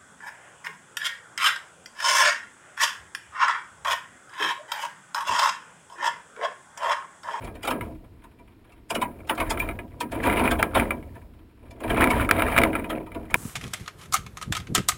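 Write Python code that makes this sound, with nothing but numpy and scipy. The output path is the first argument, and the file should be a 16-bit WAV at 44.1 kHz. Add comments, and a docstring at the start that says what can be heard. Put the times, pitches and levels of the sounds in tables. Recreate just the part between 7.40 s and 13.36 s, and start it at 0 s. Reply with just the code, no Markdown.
"""A jay shifts about on a wire-coil peanut feeder, pecks, and tugs a nut loose; the microphone sits on the feeder.
First claws and beak chatter on the wires, as filtered noise decaying by band, then come sparse light touches.
From 1.5 s tugs set the nuts jostling (random clicks through resonances), with wire rings and falling zings.
After a lull near 4 s the hardest blows crack on the housing (decaying modes), and one more knock ends it.
Throughout, the swaying feeder rumbles after each tug and the yard behind is quiet, both as coloured noise."""
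import sys
import numpy as np
from scipy import signal
from scipy.io import wavfile

SR = 44100
rng = np.random.default_rng(int(sys.argv[2]) if len(sys.argv) > 2 else 0)


def put_to_file(sound):
    """Save the sound as 16-bit audio at rate SR, in the file named by the first command-line argument."""
    columns = np.atleast_2d(sound).T  # one column per channel
    safe = np.clip(columns, -1, 1)
    whole_steps = np.round(safe * 32767)
    wavfile.write(sys.argv[1], SR, whole_steps.astype(np.int16))


N = 262836
TIME = np.arange(N) / SR
CUTOFF_HZ = 16000

# Beak and claws scuffing the coil: (time [s], level [dB], thud re level [dB],
# scratch re level [dB], pitch of the struck wire [Hz])
TOUCHES = [(0.046, -39.5, -26, -11.5, 890), (0.073, -27, -31, -39, 765), (0.153, -33, -26, -28, 610),
           (0.232, -24.5, -16, -22.5, 2960), (0.25, -19.5, -33, -26, 1363), (0.276, -11, -21.5, -31, 820),
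           (0.307, -14, -20, -29.5, 916), (0.841, -37, -18, -30, 1023), (0.994, -48, -5.5, -30, 860),
           (1.275, -53, -7, -30, 845), (1.322, -42, -52, -24, 2690), (1.504, -15.5, -20, -21.5, 974),
           (1.551, -14, -14.5, -24.5, 2895), (1.618, -10.5, -28.5, -34, 1005),
           (1.874, -33.5, -42, -21, 900), (1.896, -9.5, -24.5, -35.5, 877), (1.951, -41, -18, -10, 900),
           (1.977, -18, -19, -35, 717), (2.002, -11, -22.5, -35, 2197), (2.105, -12.5, -23.5, -18.5, 890),
           (2.197, -20.5, -27, -27, 2346), (2.218, -20, -39, -49, 2450), (2.609, -15.5, -19.5, -22, 970),
           (2.719, -23.5, -9.5, -26, 690), (2.835, -15, -14, -32, 1630), (2.857, -18.5, -6, -31, 920),
           (2.992, -13.5, -17, -45, 660), (3.112, -9, -28, -30, 1593), (3.192, -13.5, -17, -49, 630),
           (3.351, -6.5, -17.5, -40, 1044), (3.372, -12.5, -24.5, -38, 648), (3.754, -37, -33, -35, 1750),
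           (4.309, -38, -25, -19, 2345), (4.405, -29, -8.5, -29, 1060), (4.436, -23, -7.5, -36, 1630),
           (4.5, -15, -11.5, -38, 1650), (4.57, -16.5, -8.5, -40, 940), (4.704, -8, -44, -31.5, 2230),
           (5.5, -16.5, -16, -36, 985), (5.665, -32.5, -30, -40, 620), (5.747, -28.5, -5, -34, 590),
           (5.906, -28, -33, -27, 2210)]


def touches(responses, clang_db=-11.5, weight=0.078, grip_s=0.0036, chatter_s=0.0029,
            wire_db=-11, wire_t60=0.088, held_t60=1.3):
    """Impulse excitation with stick-slip: a push and a burst of tiny slips drive the coil and ring one wire."""
    forces, wires = np.zeros((len(responses), 3, N)), np.zeros(N)
    t = np.arange(-SR // 50, SR // 16) / SR
    # cubing the noise makes the slips spiky
    slips = rng.standard_normal((len(TOUCHES), len(t))) ** 3
    for k, (s, db, thud, scratch, hz) in enumerate(TOUCHES):
        push, shake, scrape = forces[k % len(responses)]
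        burst = slips[k] * np.exp(-abs(t) / np.where(t < 0, grip_s, chatter_s))
        burst = burst / np.linalg.norm(burst)
        add(push, s, from_db([db + thud]))
        # the more weight behind a touch, the more the whole coil clangs
        add(shake, s + t[0], from_db(db + clang_db + weight * thud) * burst)
        add(scrape, s + t[0], from_db(db + scratch) * burst)
        add(wires, s, from_db(db + wire_db) * wire_tone(hz, wire_t60, rise_s=0.00018))
    # the foot that holds the wire damps it
    held = responses * dying(np.arange(SR) / SR, held_t60)
    return through_coil(forces, held) + wires


# Relative colour of the ringing coil: (frequency [Hz], level per hertz [dB])
COIL = [(140, -13), (240, -1), (320, -3), (680, -4.5), (800, -3.5), (1000, -4.5), (1600, -5.5), (2450, -2),
        (2800, -14), (3300, 4), (4300, -70.5), (7500, -41.5), (9800, -14), (12200, -27.5), (15000, -23.5)]
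# First decay of the coil, before any damping by feet or nuts: (frequency [Hz], t60 [s])
COIL_T60 = [(150, 0.63), (400, 0.25), (900, 0.18), (2000, 0.11), (5500, 0.021), (10000, 0.13),
            (15000, 0.17)]
# Weaker after-ring of the spring, before the same damping: (frequency [Hz], t60 [s])
SPRING_T60 = [(150, 6.5), (400, 0.49), (900, 0.32), (2000, 0.26), (5500, 0.042), (10000, 0.62),
              (15000, 2.1)]
# Resonances of the frame that carries the coil: (frequency [Hz], width [Hz], added gain [dB])
FRAME = [(316.3, 3.6, 12), (525, 6.7, -4.5), (687.3, 36.4, 9), (974, 75, 11), (1287, 81, 0.5),
         (1630, 8.4, 9.5), (2358, 76, -1)]


def coil_responses(spring_db=-18, split_hz=580, spread_s=0.00045, scratch_t60=0.068, count=8):
    """Dispersion and two-stage decay: (thud, clang, scratch) at several places, rms 1 over the first 20 ms."""
    t, ring = np.arange(SR) / SR, 0
    for hz, band in noise_bands(118.5, (count, SR), count=36):
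        # bending waves in wire are dispersive: the lows build up later than the highs
        arrival = 1 - np.exp(-t / (spread_s * np.sqrt(1000 / hz)))
        first_decay = dying(t, at_hz(COIL_T60, hz))
        after_ring = from_db(spring_db) * dying(t, at_hz(SPRING_T60, hz))
        ring = ring + band * (from_db(at_hz(COIL, hz)) * arrival * (first_decay + after_ring))
    ring = ring + sum(from_db(db) * resonance(ring, hz, width) for hz, width, db in FRAME)
    scratch_noise = butter(rng.standard_normal((count, SR)), [3000, 9500], "band")
    scratch = scratch_noise * dying(t, scratch_t60)
    thud = butter(ring, split_hz, "low", order=4)
    clang = butter(ring, split_hz, "high", order=4)
    parts = np.stack([thud, clang, scratch], axis=1)
    return parts / np.sqrt(np.mean(parts[..., :SR // 50] ** 2, axis=-1, keepdims=True))


def through_coil(forces, responses):
    """Linear superposition: each force is convolved with the response at its place, then all are summed."""
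    return signal.fftconvolve(forces, responses, axes=-1)[..., :N].reshape(-1, N).sum(axis=0)


# Sharp pecks and knocks: (time [s], strength [dB], strongest pitch [Hz])
CRACKS = [(0.409, -21, 1190), (1.079, -52.5, 2430), (1.898, -13, 1350), (2.173, -22, 1330),
          (2.288, -21, 2100), (2.309, -30, 2080), (2.389, -27.5, 2020), (2.898, -13, 2300),
          (2.926, -13, 1000), (2.997, -22, 1960), (3.076, -14.5, 2160), (3.227, 0.5, 1470),
          (3.397, -8.5, 2030), (3.506, -13, 2170), (3.626, -40.5, 2215), (4.608, -9, 2200),
          (4.6405, -3.5, 1600), (4.672, -13.5, 1900), (4.89, -11.5, 1350), (4.911, 6, 1360),
          (5.021, -2.5, 930), (5.083, -14.5, 1240), (5.163, -8.5, 980), (5.178, 1, 2290), (5.185, 2, 2600),
          (5.216, -10, 1340), (5.235, -0.5, 2630), (5.33, -24, 2100), (5.352, -15, 1280), (5.378, -32, 947),
          (5.443, -26.5, 2040), (5.717, -33.5, 1930), (5.942, 3.5, 2500)]
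# Relative modes of the housing: (frequency [Hz], level [dB])
HOUSING = [(680, -6), (950, -12.5), (1180, -4.5), (1350, 0), (1650, -3), (2035, -3), (2250, 0), (2390, 0),
           (2890, -9.5), (3730, -16), (8260, -22), (9100, -11.5), (9960, -9.5), (10700, -17.5),
           (13600, -12), (14900, -10.5)]
# a harder knock chokes the ring: its t60 is half of this limit at CHOKE_DB
KNOCK_T60_S, CHOKE_DB = 0.068, -8.5


def cracks(responses, level_db=-7, focus_db=6, scatter_db=2, rise_s=0.0004,
           snap_db=-14, snap_t60=0.019, thud_db=-29, clang_db=-25, stir_s=0.033,
           dull_hz=1300, dull_db_per_octave=25, hard_db=-14, snap_growth=0.33):
    """Modal excitation: a knock snaps, rings housing modes most near its own pitch, and stirs the coil."""
    out, t = np.zeros(N), np.arange(SR // 10) / SR
    chance = rng.standard_normal((len(CRACKS), len(HOUSING), 2))
    snap_noise = butter(rng.standard_normal((len(CRACKS), len(t))), 1600, "low", order=1)
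    snaps = snap_noise * dying(t, snap_t60)
    for i, (s, db, pitch) in enumerate(CRACKS):
        thud, clang, _ = responses[i % len(responses)]
        t60 = KNOCK_T60_S / (1 + from_db(db - CHOKE_DB))
        # hard knocks snap most; low ones are soft contacts with little snap
        hardness_db = snap_growth * max(db - hard_db, 0)
        softness_db = dull_db_per_octave * min(np.log2(pitch / dull_hz), 0)
        add(out, s, from_db(db + snap_db + hardness_db + softness_db) * snaps[i])
        # the shorter the ring, the less the knock stirs the coil
        stirred = from_db(thud_db) * thud + from_db(clang_db) * clang
        add(out, s, from_db(db) * t60 / stir_s * stirred)
        for k, ((hz, mode_db), (strength, detune)) in enumerate(zip(HOUSING, chance[i])):
            octaves_away = min(abs(np.log2(hz / pitch)), 1)
            gain = from_db(db + level_db + mode_db - focus_db * octaves_away + scatter_db * strength)
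            # successive modes alternate in polarity
            add(out, s, (-1) ** k * gain * wire_tone(hz * (1 + 0.016 * detune), t60, rise_s))
    return out


# Single wires slipping off a claw: (time [s], frequency [Hz], level [dB], t60 [s])
TWANGS = [(1.506, 2860, -23.5, 0.034), (1.553, 2950, -22, 0.035), (1.896, 2900, -13.5, 0.016),
          (2.201, 2380, -15.5, 0.066), (3.506, 2320, -30, 0.12)]
SQUEAK_S, SQUEAK_HZ = 2.19, 14300


def twangs(overtone_hz=9100, overtone_db=-17, overtone_t60=0.056,
           squeak_db=-30, squeak_t60=0.1, after_db=-48, after_t60=0.64):
    """Free vibration: released wires ring with a high overtone; one squeaks under a dragged claw and sings on."""
    out = np.zeros(N)
    for s, hz, db, t60 in TWANGS:
        add(out, s, from_db(db) * wire_tone(hz, t60, rise_s=0.00022))
        add(out, s, from_db(db + overtone_db) * wire_tone(overtone_hz, overtone_t60, rise_s=0.00027))
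    add(out, SQUEAK_S, from_db(squeak_db) * wire_tone(SQUEAK_HZ, squeak_t60, rise_s=0.0053))
    add(out, SQUEAK_S, from_db(after_db) * wire_tone(SQUEAK_HZ, after_t60, rise_s=0.008))
    return out


def wire_tone(hz, t60, rise_s):
    """Damped oscillation: one mode swells briefly and rings out exponentially."""
    t = np.arange(int(t60 * SR) + 1) / SR
    return np.sin(2 * np.pi * hz * t) * (1 - np.exp(-t / rise_s)) * dying(t, t60)


# Kicks that run along the coil and come back: (time [s], level [dB])
ZINGS = [(0.285, -27), (1.555, -34), (2.858, -26), (3.358, -12.5)]
ZING_FROM_HZ, ZING_TO_HZ, ZING_FALL_S = 1150, 52.4, 0.021


def zings(rise_s=0.0088, t60=0.18):
    """Dispersion: bending waves reach the coil's end treble first, so a kick sweeps down into a low bump."""
    out, t = np.zeros(N), np.arange(SR // 4) / SR
    hz = ZING_TO_HZ + (ZING_FROM_HZ - ZING_TO_HZ) * np.exp(-(t / ZING_FALL_S) ** 2)
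    tone = np.sin(2 * np.pi * np.cumsum(hz) / SR)
    sweep = tone * (1 - np.exp(-t / rise_s)) * dying(t, t60)
    for s, db in ZINGS:
        add(out, s, from_db(db) * sweep)
    return out


# The bird shifts its weight or tugs at a nut:
# (time [s], hold [s], relative effort [dB], relative swing of the feeder [dB])
TUGS = [(0.0, 0.044, -42.5, -37.5), (0.259, 0.051, -33, -44), (0.42, 0.023, -44.5, -36.5),
        (1.56, 0.067, -44, -42.5), (1.758, 0.089, -52.5, -44), (2.02, 0.25, -38.5, -34),
        (2.48, 0.072, -55.5, -45), (2.738, 0.17, -35.5, -34.5), (2.861, 0.2, -22, -31),
        (3.06, 0.13, -34.5, -32.5), (3.362, 0.018, -24, -29), (3.56, 0.25, -57, -42.5),
        (4.23, 0.18, -57.5, -49), (4.498, 0.077, -27, -29.5), (4.608, 0.029, -18, -28.5),
        (4.741, 0.058, -23, -25.5), (4.95, 0.24, -26.5, -31), (5.163, 0.039, -20, -28),
        (5.34, 0.031, -30.5, -37), (5.51, 0.059, -38, -44), (5.76, 0.075, -50.5, -41.5),
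        (5.91, 0.052, -41.5, -42)]
# every tug builds up at one rate; afterwards each part of the feeder calms at its own
TUG_RISE_DB_PER_S = 315
RATTLE_FALL_DB_PER_S, JOSTLE_FALL_DB_PER_S, SWAY_FALL_DB_PER_S = 179, 85.5, 70


def shaking(levels_db, fall_db_per_s, settle_db, settle_db_per_s, rest_db):
    """Two-stage decay in dB: each tug rises, holds, falls by about settle_db, then settles towards rest."""
    out = np.full(N, float(rest_db))
    for (s, held_s, _, _), db in zip(TUGS, levels_db):
        before, after = np.maximum(s - TIME, 0), np.maximum(TIME - s - held_s, 0)
        release = np.maximum(-fall_db_per_s * after, settle_db - settle_db_per_s * after)
        out = np.maximum(out, db - TUG_RISE_DB_PER_S * before + release)
    return out


def nuts(responses, rattle_db=-7, clack_db=-8, tick_db=-9, wedged_db=-40, wedging=0.29,
         soft_hz=3300, soft_width_hz=1100, softness=0.56):
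    """Random impacts: tugged nuts rattle on the wires, clack together and tap the housing."""
    effort_db = shaking(np.array(TUGS)[:, 2], RATTLE_FALL_DB_PER_S,
                        settle_db=-28.5, settle_db_per_s=61, rest_db=-66)
    # the nuts stick and then give way in little slides
    sliding_db = effort_db + slides(per_s=28, surge_db=8, slide_s=0.014)
    rattle = jostle(responses[:, 1], sliding_db, per_s=170, spread_db=1.0, damped_t60=0.24)
    rattle = rattle * from_db(rattle_db)
    # a nut is softer than a claw and misses the bright edge of the wire
    rattle = rattle - softness * resonance(rattle, soft_hz, soft_width_hz)
    # under gentle shaking the nuts stay wedged and knock together less
    loose_db = sliding_db + wedging * np.minimum(effort_db - wedged_db, 0)
    return rattle + nut_clacks(loose_db + clack_db) + housing_ticks(loose_db + tick_db)


def slides(per_s, surge_db, slide_s):
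    """Stick-slip: the level in dB jumps as a nut gives way at a random moment, then relaxes."""
    gave_way = np.maximum.accumulate(np.where(rng.random(N) < per_s / SR, TIME, -np.inf))
    surge = np.exp(-(TIME - gave_way) / slide_s)
    return surge_db * (surge - surge.mean())


def jostle(responses, level_db, per_s, spread_db, damped_t60):
    """Damped impulse response: bumps at random places ring the wires, damped by what leans on them."""
    damped = responses * dying(np.arange(SR) / SR, damped_t60)
    damped = damped / np.linalg.norm(damped, axis=1, keepdims=True)
    return through_coil(bumps(level_db, per_s, spread_db, count=len(damped)), damped)


def nut_clacks(level_db, per_s=320, spread_db=6, lowest_hz=600, highest_hz=2500, width_hz=170,
               husk_hz=2700, count=14):
    """Cavity-like resonance: nuts knock and ring at hollow pitches, and soft husks take the edge off."""
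    # the factor offsets the narrow resonances' loss of energy
    clicks = bumps(level_db, per_s, spread_db, count=count) * np.sqrt(SR / (np.pi * width_hz))
    pitches = np.geomspace(lowest_hz, highest_hz, count)
    rings = sum(resonance(row + 1e-18, hz, width_hz) for row, hz in zip(clicks, pitches))
    return butter(rings, husk_hz, "low", order=4)


def housing_ticks(level_db, per_s=55, spread_db=4, width_hz=50, scatter_db=4):
    """Modal excitation: nuts tap the housing at random, each tap with its own mix of modes."""
    taps, out = bumps(level_db, per_s, spread_db, count=1)[0], 0
    for k, (hz, db) in enumerate(HOUSING):
        strikes = taps * from_db(db + scatter_db * rng.standard_normal(N))
        out = out + (-1) ** k * resonance(strikes + 1e-18, hz, width_hz)
    return out * np.sqrt(SR / (np.pi * width_hz * len(HOUSING)))


def bumps(level_db, per_s, spread_db, count, busy_db=-30, crowding=0.35):
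    """Random impulse process: uneven clicks with summed rms near level_db, denser under harder shaking."""
    rate = per_s * from_db(crowding * (level_db - busy_db)) / SR
    sizes = rms_one(from_db(spread_db * np.clip(rng.standard_normal((count, N)), -2, 1.5)))
    sizes = sizes * rng.choice([-1, 1], (count, N))
    happens = rng.random((count, N)) < rate / count
    return sizes * happens * from_db(level_db) / np.sqrt(rate)


def bumping(responses, bump_db=-8, follows=0.75):
    """Compressed response to effort: the load of nuts bumps dully in the coil even at a gentle tug."""
    load_db = shaking(follows * np.array(TUGS)[:, 2], JOSTLE_FALL_DB_PER_S,
                      settle_db=-24, settle_db_per_s=26.5, rest_db=-80.5)
    return from_db(bump_db) * jostle(responses[:, 0], load_db, per_s=95, spread_db=1.5, damped_t60=1.0)


# Relative colour of the hanging feeder's low swing: (frequency [Hz], level per hertz [dB])
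SWAY = [(15, -39), (28, 12), (55, 6.5), (75, 9.5), (105, 7), (160, -13.5), (260, -42)]


def sway():
    """Slow damping: low noise swells with each tug as the hanging feeder rumbles and comes to rest."""
    swing_db = shaking(np.array(TUGS)[:, 3], SWAY_FALL_DB_PER_S,
                       settle_db=-7, settle_db_per_s=23.5, rest_db=-53.5)
    return from_db(swing_db) * coloured_noise(SWAY)


def fidgets(responses, damped_t60=0.28):
    """Stationary random impacts: toes shift on the wires in faint, scattered ticks."""
    return jostle(responses[:, 1], np.full(N, -67.0), per_s=80, spread_db=3, damped_t60=damped_t60)


# Relative colour of the still air of the yard: (frequency [Hz], level per hertz [dB])
AIR = [(15, -10.5), (25, 0), (92, -51), (170, -1), (301, 2), (560, -14), (2350, -23), (6050, -34.5),
       (6920, -39), (14400, -36.5), (16000, -52)]
AIR_DB = -57


def yard_air():
    """Stationary broadband noise: the quiet yard keeps one level and colour."""
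    return from_db(AIR_DB) * coloured_noise(AIR)


def coloured_noise(spectrum):
    """Spectral shaping: weighted noise bands add up to steady noise of rms 1."""
    bands = noise_bands(14.63, (N,), count=20)
    return rms_one(sum(from_db(at_hz(spectrum, hz)) * band for hz, band in bands))


def noise_bands(lowest_hz, shape, count):
    """Band decomposition: yield (centre Hz, noise), neighbouring bands drawn from independent noises."""
    white = rng.standard_normal((2, *shape))
    edges = np.geomspace(lowest_hz, CUTOFF_HZ + 1000, count + 1)
    for k in range(count):
        yield np.sqrt(edges[k] * edges[k + 1]), butter(white[k % 2], edges[k:k + 2], "band")


def from_db(db):
    """Logarithmic level: decibels to amplitude gain."""
    return 10 ** (np.asarray(db) / 20)


def rms_one(x):
    """Normalisation: scale to rms 1."""
    return x / np.sqrt(np.mean(x ** 2) + 1e-20)


def at_hz(points, hz):
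    """Interpolation: read a table on a log-frequency axis."""
    return np.interp(np.log(hz), np.log(np.array(points)[:, 0]), np.array(points)[:, 1])


def dying(t, t60):
    """Exponential decay: 60 dB down at t60."""
    return np.exp(-np.log(1000) * t / t60)


def butter(x, hz, kind, order=2):
    """Maximally flat filtering: a causal Butterworth filter."""
    return signal.sosfilt(signal.butter(order, hz, kind, fs=SR, output="sos"), x)


def resonance(x, hz, width):
    """Simple resonator: two poles with gain close to 1 at the peak."""
    r = np.exp(-np.pi * width / SR)
    poles = [1, -2 * r * np.cos(2 * np.pi * hz / SR), r * r]
    return signal.lfilter(np.array([1, 0, -1]) * (1 - r * r) / 2, poles, x)


def add(track, s, sound):
    """Superposition: mix a sound into a track at time s."""
    start = round(s * SR)
    track[start:start + len(sound)] += sound[:N - start]


def scene():
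    """Structure-borne sound: everything reaches the microphone through the feeder, so there is no room."""
    responses = coil_responses()
    bird = touches(responses) + cracks(responses) + twangs() + zings()
    load = nuts(responses) + bumping(responses) + sway()
    return (bird + load + fidgets(responses) + yard_air())[None]


# The microphone port swallows one band: (frequency [Hz], width [Hz], share taken away [fraction])
PORT = (6030, 890, 0.74)


def record(dry):
    """Notch filtering and clipping: the port dips the treble, peaks stop at full scale, the top is cut."""
    hz, width, share = PORT
    heard = np.clip(dry - share * resonance(dry, hz, width), -1, 1)
    return signal.sosfilt(signal.ellip(10, 0.2, 80, CUTOFF_HZ, fs=SR, output="sos"), heard)


dry = scene()
out = record(dry)
put_to_file(out)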